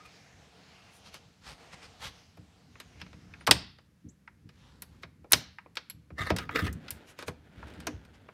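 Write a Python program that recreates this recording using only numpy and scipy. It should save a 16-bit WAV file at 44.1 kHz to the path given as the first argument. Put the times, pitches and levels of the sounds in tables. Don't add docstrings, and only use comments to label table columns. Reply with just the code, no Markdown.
import sys
import numpy as np
from scipy import signal
from scipy.fft import rfft, irfft, next_fast_len
from scipy.io import wavfile
from scipy.ndimage import uniform_filter1d, map_coordinates

SR = 44100
rng = np.random.default_rng(int(sys.argv[2]) if len(sys.argv) > 2 else 0)


def store_wav(level_fs):
    pcm = np.round(np.clip(np.atleast_2d(level_fs), -1, 1) * 32767)
    wavfile.write(sys.argv[1], SR, pcm.T.astype(np.int16))


N = 367352
TIME = np.arange(N) / SR
AGE = TIME[:SR // 2]


def amp(db):
    return 10 ** (np.asarray(db) / 20)


def unit(x):
    return x / np.sqrt(np.mean(x ** 2) + 1e-20)


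def unit_blow(x, size=882):
    return x / np.sqrt(np.sum(x ** 2) / size + 1e-20)


def along(points, hz):
    f, v = np.transpose(points)
    return np.interp(np.log(hz + 1), np.log(f + 1), v)


def level(rows):
    return amp(np.interp(TIME, *np.transpose(rows), left=-120, right=-120))


def wobble(rate):
    knots = rng.standard_normal(int(N * rate / SR) + 4)
    return map_coordinates(knots, [TIME * rate])


def filtered(x, response):
    m = next_fast_len(N + SR // 2)
    return irfft(rfft(x, m) * response(np.fft.rfftfreq(m, 1 / SR)), m)[:N]


def coloured(x, spectrum):
    return unit(filtered(x, lambda hz: amp(along(spectrum, hz))))


def slips(rate, spread_db):
    happens = rng.random(N) < rate / SR
    sign = rng.choice([-1, 1], N)
    size = amp(spread_db * np.minimum(rng.standard_normal(N), 2))
    return unit(happens * sign * size)


def add(track, s, sound):
    start = max(round(s * SR), 0)
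    track[start:start + len(sound)] += sound[:max(N - start, 0)]


def ringing(modes, scatter_db, length=1):
    hz, db, t60 = np.transpose(modes)[:, :, None]
    size = amp(db + scatter_db * rng.standard_normal(db.shape)) * rng.choice([-1, 1], db.shape)
    decay = np.exp(-np.log(1000) * AGE / (t60 * length))
    return np.sum(size * decay * np.sin(2 * np.pi * hz * AGE), axis=0)


def resonant(x, modes):
    def response(f):
        total = 0
        for k, (centre, width, db) in enumerate(modes):
            damping = 1j * f * width
            total = total + (-1) ** k * amp(db) * damping / (centre ** 2 - f * f + damping)
        return total
    return unit(filtered(x, response))


def patchy(x, depth_db, size):
    z = signal.stft(x, nperseg=512)[2]
    field = rng.standard_normal(z.shape)
    for axis in (0, 1, 0, 1):
        field = uniform_filter1d(field, size[axis], axis)
    return signal.istft(z * amp(depth_db * unit(field)), nperseg=512)[1][:N]


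# frequency_hz, relative level_db, full ring t60_s
LEAF_MODES = [(64, -10.5, 0.43), (75.5, -0.5, 0.34), (95.4, 3, 0.2), (120, -1, .28), (154.5, 1, .22),
              (183, -2, 0.28), (240, -4.5, 0.24), (299.5, -6.5, 0.21)]
# frequency_hz, relative level_db
RUMBLE_COLOUR = [(15, -50), (25, -24.5), (50, -1.5), (71, 6), (114, -6.5), (179, -6.5), (208, -10),
                 (288, -8.5), (327, -16), (500, -18.5), (650, -41.5), (1100, -120)]
# time_s, level_db
HANDLING_SWELL = [(0.0, -66), (2.25, -62.5), (2.6, -62), (3.16, -53.5), (4.04, -67.5), (4.85, -55.5),
                  (5.75, -62.5), (6.15, -62), (6.31, -48.5), (6.61, -43), (7.03, -69), (7.63, -56.5),
                  (7.82, -46), (8.33, -67.5)]
# frequency_hz, relative level_db
AIR_COLOUR = [(59, -30.5), (100, -6.5), (190, -3.5), (250, -18), (800, -30), (1800, -29), (3000, -34.5),
              (6000, -37), (8800, -42), (10900, -40), (16000, -50)]


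def background():
    widths = [(hz, np.log(1000) / (np.pi * t60), db) for hz, db, t60 in LEAF_MODES]
    leaf = resonant(rng.standard_normal(N), widths)
    rumble = amp(-3.5) * coloured(rng.standard_normal(N), RUMBLE_COLOUR) + amp(-5) * leaf
    lumps = amp(2.2 * wobble(14))
    air = amp(-66) * coloured(rng.standard_normal(N), AIR_COLOUR)
    return lumps * level(HANDLING_SWELL) * rumble + air


# centre_s, level_db, half_width_s, bright_share (0-1)
BRUSH_STROKES = [(.06, -55.5, 0.0081, 0.27), (.96, -59.5, .024, 0.54), (1.071, -53, 0.018, 0.05),
                 (1.154, -49, .017, 0.14), (1.494, -45.5, 0.033, 0), (1.737, -48, 0.011, .01),
                 (1.844, -51, 0.018, 0), (2.05, -39.5, .026, 0.16), (2.17, -60.5, 0.053, 0),
                 (3.008, -54.5, .008, 0), (4.68, -65.5, 0.097, 0), (4.93, -68.5, 0.086, 0.2),
                 (5.029, -58, 0.0039, 0.34), (5.312, -54.5, 0.0054, 0.43), (6.934, -62.5, 0.028, 0.6),
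                 (7.097, -51.5, 0.019, 0.21), (7.212, -48.5, 0.019, 0.04), (7.283, -42, 0.009, 0.35),
                 (8.15, -61, 0.0099, 0.13)]
# frequency_hz, relative level_db
DULL_COLOUR = [(88, 0), (150, -4.5), (348, -18.5), (524, -7.5), (662, -16), (790, -9), (1940, -9.5),
               (2450, -9.5), (5050, -13), (10600, -29.5), (16000, -45)]
# frequency_hz, relative level_db
BRIGHT_COLOUR = [(2000, -21), (6000, 9), (11000, 8), (16000, -9)]
# frequency_hz, relative level_db
HISS_COLOUR = [(120, -64), (200, -6), (283, -2), (322, -11.5), (360, -1.5), (387, -11.5), (448, 2.5),
               (538, -7), (709, 1), (933, -5), (2910, -6), (6280, -12), (16000, -41.5)]
# time_s, level_db
HISS_SWELL = [(0.0, -62), (0.16, -58.5), (0.36, -63.5), (1.05, -61.5), (1.26, -66), (1.49, -71),
              (1.61, -58), (1.99, -61.5), (2.53, -69.5), (2.79, -67), (2.91, -64), (3.45, -68)]
HISS_GAIN_DB = 1.5


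def brushes_and_hiss():
    dull = coloured(slips(rate=5000, spread_db=3), DULL_COLOUR)
    brightest = coloured(slips(rate=3900, spread_db=3), BRIGHT_COLOUR)
    brushes = np.zeros(N)
    for s, db, width, bright in BRUSH_STROKES:
        stroke = np.exp(-.5 * ((TIME - s) / width) ** 2)
        brushes += amp(db) * stroke * ((1 - bright) * dull + bright * brightest)
    hiss = level(HISS_SWELL) * coloured(rng.standard_normal(N), HISS_COLOUR)
    unsteady = amp(HISS_GAIN_DB + .6 * wobble(14)) * hiss
    return patchy(brushes + unsteady, depth_db=2, size=(11, 23))


# start_s, level_db, swell_s, start_hz, end_hz, roughness_hz
SQUEAK_GLIDES = [(.002, -51, 0.0075, 1244, 1250, 40), (0.046, -52, 0.008, 1220, 1265, 50),
                 (0.049, -53, 0.0091, 2470, 2450, 40), (3.402, -64, 0.0076, 9500, 9600, 80),
                 (4.086, -56, 0.0066, 6090, 7980, 396), (6.289, -38, 0.004, 1940, 2170, 59),
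                 (7.869, -32, 0.0028, 6220, 6150, 504)]


def squeaks():
    out = np.zeros(N)
    for s, db, swell_s, start_hz, end_hz, rough_hz in SQUEAK_GLIDES:
        glide = (end_hz - start_hz) * np.tanh(AGE / 0.022)
        pitch = start_hz + glide + rough_hz * wobble(700)[:len(AGE)]
        swell = AGE / swell_s * np.exp(1 - AGE / swell_s)
        add(out, s, amp(db) * swell * np.sin(2 * np.pi * np.cumsum(pitch) / SR))
    return out


# low_hz, high_hz
RING_RANGES = [(250, 720), (820, 1400), (1400, 2600), (2600, 5500), (5500, 9500), (9500, 14500)]
RING_T60 = [0.1, .075, 0.086, 0.081, 0.056, .032]
# frequency_hz, relative level_db, full ring t60_s
CASE_MODES = [(377, -3, .14), (494, -2, .15), (650, -5, .1), (970, -1, .11), (1065, -1, .1),
              (1270, -2, .09), (1420, -3, .07), (1625, -2, .08), (1930, -4, .07), (2256, -3, .06),
              (2480, -3, .06), (2880, -2, .055), (3020, -3, .05), (3230, -2, .05), (3570, 0, .055),
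              (3740, 1, .055), (3900, -1, .055), (4280, -3, .05), (4465, -4, .05), (5025, -4, .05),
              (5600, -6, .04), (7400, -4, .035), (8540, -3, .035), (10400, -3, .03), (12800, -6, .03)]


def contact(range_db, length, modes_db, crack_db, crack_s, rise):
    seating = 1 - np.exp(-(AGE / rise) ** 4)
    case = seating * ringing(CASE_MODES, scatter_db=2.5, length=length)
    crack = amp(crack_db) * np.exp(-np.abs(AGE - rise) / crack_s)
    blow = np.zeros(len(AGE))
    for edges, t60, db in zip(RING_RANGES, RING_T60, range_db):
        band = signal.butter(4, edges, "bandpass", fs=SR, output="sos")
        fade = seating * (np.exp(-np.log(1000) * AGE / (t60 * length)) + crack)
        parts = unit_blow(signal.sosfilt(band, fade * rng.standard_normal(len(AGE))))
        modes = unit_blow(signal.sosfilt(band, case))
        blow += amp(db) * unit_blow(parts + amp(modes_db) * modes)
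    return blow


EVEN_TAP_COLOUR = [0.16, -0.96, 1.65, 0, -4, 4]
ROLL_OFF_DB = 17.5


def tap_colour(tilt, contact_ms):
    centres_hz = np.sqrt(np.prod(RING_RANGES, axis=1))
    octaves = np.log2(centres_hz * contact_ms / 1000 + 1e-6)
    slope = tilt * np.minimum(octaves, 0) - ROLL_OFF_DB * np.maximum(octaves, 0)
    gain = amp(np.array(EVEN_TAP_COLOUR) + slope)
    return 20 * np.log10(gain / np.linalg.norm(gain))


DAMPING_PER_MS = 1.2


def tap(tilt, contact_ms):
    length = 1 / (1 + DAMPING_PER_MS * contact_ms)
    return contact(tap_colour(tilt, contact_ms), length, modes_db=-6, crack_db=-3, crack_s=.001, rise=.002)


# start_s, level_db, tilt_db_per_octave, contact_ms
LOCK_CLICKS = [(1.14, -49, 1.5, 0.15), (2.37, -57, -4.5, 0.069), (2.753, -56.5, 2.5, 0.46),
               (2.799, -47.0, 2.5, 0.17), (3.013, -45, 4.5, 0.29), (3.062, -58.0, 2.5, 0.34),
               (3.128, -56.0, -0.5, 0.3), (3.336, -50, 13, 0.47), (3.407, -54.0, 1.5, 0.37),
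               (3.784, -59.5, 0, 0.26), (4.274, -50, 22.0, 0.69), (4.489, -59.5, 2, 0.21),
               (4.819, -45, 3, 0.09), (5.031, -44.5, 2, 0.32), (5.241, -53, -8, 0.1),
               (5.583, -46, 23, 0.69), (5.658, -55, -0.5, 0.77), (5.753, -54.5, 4, 0.15),
               (5.768, -34.5, 5, 0.28), (5.9, -51, 6.5, 0.2), (6.102, -52.5, -4.5, 0.41),
               (6.301, -24.5, -4, 0.19), (6.362, -38, 3.5, 0.15), (6.383, -36.0, 2.5, 0.19),
               (6.49, -37.5, 10, 0.7), (6.556, -29, 16, 0.44), (6.59, -38, -0.5, 0.2),
               (6.665, -41.5, 0.0, 0.19), (6.726, -53, 17, 0.13), (6.88, -46.5, 15, 0.35),
               (6.904, -38.5, 6.5, 0.1), (7.187, -43.5, -1, 0.16), (7.223, -44, -1, 0.17),
               (7.279, -35.5, -3, 0.15), (7.626, -47.5, 11, 0.84), (7.801, -53, 1.5, 0.14),
               (7.867, -34, -1.5, 0.13), (8.286, -50, 1.5, 0.67)]
# start_s, level_db
SPRING_PINGS = [(2.801, -63), (5.334, -49), (5.899, -43.5)]
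# frequency_hz, relative level_db, t60_s
SPRING_MODES = [(2228, -1, 0.021), (4270, -5, 0.043), (7630, -3, 0.029), (11380, 0, 0.051),
                (11200, -2, 0.049), (13840, -10, .04)]


def clicks():
    out = np.zeros(N)
    for s, db, tilt, contact_ms in LOCK_CLICKS:
        add(out, s, amp(db) * tap(tilt, contact_ms))
    for s, db in SPRING_PINGS:
        add(out, s, amp(db) * unit_blow(ringing(SPRING_MODES, scatter_db=0.5)))
    return out


def thud(tilt):
    modes = [(hz, mode_db + tilt * np.log2(hz), t60) for hz, mode_db, t60 in LEAF_MODES]
    onset = 1 - np.exp(-AGE / 0.01)
    return unit_blow(ringing(modes, scatter_db=3, length=0.69) * onset)


# start_s, level_db, tilt_db_per_octave
LEAF_THUDS = [(2.381, -48.5, 0), (2.68, -57, 8), (3.021, -49, 8), (3.141, -53.5, 6), (3.24, -50, -1),
              (3.482, -30.5, 1.5), (3.551, -40, -1.5), (4.043, -43, 4), (4.442, -48, 1), (5.035, -52, 3),
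              (5.942, -49, -2), (6.109, -41.5, -4.5), (6.203, -33.5, -4.5), (6.31, -27, -4),
              (6.62, -26, 3.5), (6.682, -33.5, -2.5), (6.741, -38.5, -5), (6.914, -45.5, -2),
              (7.283, -39.5, 3.5), (7.574, -44.5, -15), (7.78, -47, 5), (7.877, -38, 36),
              (7.935, -39.5, -10)]


def thuds():
    out = np.zeros(N)
    for s, db, tilt in LEAF_THUDS:
        add(out, s, amp(db) * thud(tilt))
    return out


# start_s, level_db, tilt_db_per_octave, contact_ms
BOLT_CATCHES = [(3.4664, -36.5, 9, .24), (3.471, -29, 3, .17), (3.4752, -25.5, 7.5, .9),
                (3.4756, -35, 0, 0.14), (3.486, -27.5, 3, .9), (5.3167, -41.5, 9, 0.63),
                (5.3207, -20.5, 4, .06)]
# start_s, level_db, tilt_db_per_octave
BOLT_SLAMS = [(3.5104, -13.5, -0.1), (5.332, -16.5, 0.1)]
BOLT_SLAM_COLOUR = [-16.5, -15.5, -9, -2, -9, -17]
SLAM_LENGTH, SLAM_MODES_DB = .7, -7.5
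SLAM_THUD_DB, SLAM_THUD_TILT_DB = -19, 4


def deadbolt():
    out = np.zeros(N)
    snap = dict(crack_db=0, crack_s=.0015, rise=.0003)
    for s, db, tilt, contact_ms in BOLT_CATCHES:
        catch = contact(tap_colour(tilt, contact_ms), length=.75, modes_db=-6, **snap)
        add(out, s, amp(db) * catch)
    octaves = np.log2(np.prod(RING_RANGES, axis=1)) / 2
    for s, db, tilt in BOLT_SLAMS:
        colour = BOLT_SLAM_COLOUR + tilt * (octaves - octaves.mean())
        add(out, s, amp(db) * contact(colour, SLAM_LENGTH, SLAM_MODES_DB, **snap))
        add(out, s, amp(db + SLAM_THUD_DB) * thud(SLAM_THUD_TILT_DB))
    return out


RUB_ATTACK_DB_PER_S, RUB_SAG_DB_PER_S, RUB_RELEASE_DB_PER_S = 1304, 55, 750


def pressure(rubs):
    total = np.zeros(N)
    for s, length, db in rubs:
        bite = RUB_ATTACK_DB_PER_S * np.maximum(s - TIME, 0)
        sag = RUB_SAG_DB_PER_S * np.clip(TIME - s, 0, length)
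        release = RUB_RELEASE_DB_PER_S * np.maximum(TIME - s - length, 0)
        total += amp(db - bite - sag - release)
    return total


# frequency_hz, width_hz, relative level_db
STRIKE_MODES = [(1247, 28, 7), (1730, 51, 3.5), (1798, 49, 1), (1925, 153, 1), (2080, 170, -6.5),
                (2730, 150, -6.5), (3370, 200, -17), (3670, 120, -7)]


def grind(rubs, spectrum, scrape_db, plate_db):
    clumps = amp(1.4 * wobble(110))
    friction = slips(rate=1500, spread_db=4.5) * pressure(rubs) * clumps
    plate = amp(plate_db) * resonant(friction, STRIKE_MODES)
    scrape = plate + amp(scrape_db) * coloured(friction, spectrum)
    return np.std(friction) * patchy(scrape, depth_db=3, size=(5, 5))


# start_s, length_s, friction level_db
LATCH_STROKES = [(6.19, 0.113, -33.5)]
# frequency_hz, relative level_db
LATCH_COLOUR = [(120, -39.5), (200, -9), (387, -14.5), (456, -19), (491, -12), (749, -14.5), (899, -18.5),
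                (1230, -3.5), (1400, -16.5), (1810, 2.5), (3250, -35), (4120, -18.5), (16000, -45)]


def latch():
    return grind(LATCH_STROKES, LATCH_COLOUR, scrape_db=-2, plate_db=-4)


# start_s, length_s, friction level_db
FRAME_STROKES = [(6.395, 0.044, -44), (6.51, 0.039, -47), (6.558, 0.12, -32.5)]
# frequency_hz, relative level_db
EDGE_COLOUR = [(120, -40), (200, -12), (278, -1), (373, -13), (465, -3), (538, -14), (749, -14.5),
               (867, -23), (1230, -8.5), (1450, -7.5), (2170, -10.5), (6880, -31), (16000, -33.5)]


def frame():
    return grind(FRAME_STROKES, EDGE_COLOUR, scrape_db=-3.5, plate_db=-1.5)


# time_s, level_db
SWING_SWELL = [(6.72, -66), (6.848, -52.5), (7.208, -63.5), (7.31, -75.5), (7.578, -55.5), (7.758, -51),
               (7.838, -53.5), (8.044, -62), (8.33, -62)]
# frequency_hz, relative level_db
SWING_COLOUR = [(120, -25), (200, 3.5), (245, 4.5), (401, -1), (916, -6.5), (1100, -13.5), (1420, -5),
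                (2510, -12.5), (3310, -13.5), (5730, -26.5), (16000, -43)]


def swing():
    rub = coloured(slips(rate=1500, spread_db=-0.5), SWING_COLOUR)
    return amp(-1 + 1.1 * wobble(30)) * level(SWING_SWELL) * rub


RATTLE_START_S, RATTLE_END_S = 7.6, 8.1
RATTLE_LOW_DB, RATTLE_HIGH_DB = -63.5, -60.5


def rattle(count):
    out = np.zeros(N)
    for _ in range(count):
        s = rng.uniform(RATTLE_START_S, RATTLE_END_S)
        db = rng.uniform(RATTLE_LOW_DB, RATTLE_HIGH_DB)
        add(out, s, amp(db) * tap(tilt=0.49, contact_ms=.16))
    return out


# frequency_hz, t60_s
ROOM_T60 = [(100, 0.55), (400, 0.17), (1200, .46), (2500, .45), (4500, .44), (8000, 0.21), (11000, 0.15),
            (14000, .17)]
# frequency_hz, gain_db
ROOM_GAIN = [(60, -15), (150, -7.5), (400, -9.5), (1200, -17), (4000, -18), (8000, -17.5), (12000, -17.5)]


def room(x):
    hz, t, z = signal.stft(x, SR, nperseg=256)
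    t, t60 = t[t < 1], along(ROOM_T60, hz)[:, None]
    build_up = 1 - np.exp(-t / 0.0033)
    decay = (np.exp(-np.log(1000) * t / t60) * build_up) ** 2
    decay /= decay.sum(axis=1, keepdims=True)
    energy = signal.fftconvolve(np.abs(z) ** 2, decay, axes=1)[:, :z.shape[1]]
    echoes = signal.stft(rng.standard_normal(N), SR, nperseg=256)[2]
    lingering = np.sqrt(np.abs(energy)) * echoes / np.std(echoes)
    tail = signal.istft(lingering, SR, nperseg=256)[1][:N]
    return filtered(tail, lambda f: amp(along(ROOM_GAIN, f)))


def scene():
    still, soft, thin = background(), brushes_and_hiss(), squeaks()
    lock = clicks() + deadbolt() + latch() + rattle(count=7)
    door = soft + lock + thuds() + frame() + swing()
    return (door + thin + room(door + amp(1.5) * thin) + still)[None]


TOP_HZ = 16000


def record(dry):
    high_pass = signal.butter(N=3, Wn=46, btype="highpass", fs=SR, output="sos")
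    lean = signal.sosfilt(high_pass, dry[0])
    rounded = lean / (1 + np.abs(lean / 1.1) ** 6) ** (1 / 6)
    return filtered(rounded, lambda hz: 1 / (1 + (hz / TOP_HZ) ** 90))[None]


dry = scene()
out = record(dry)
store_wav(out)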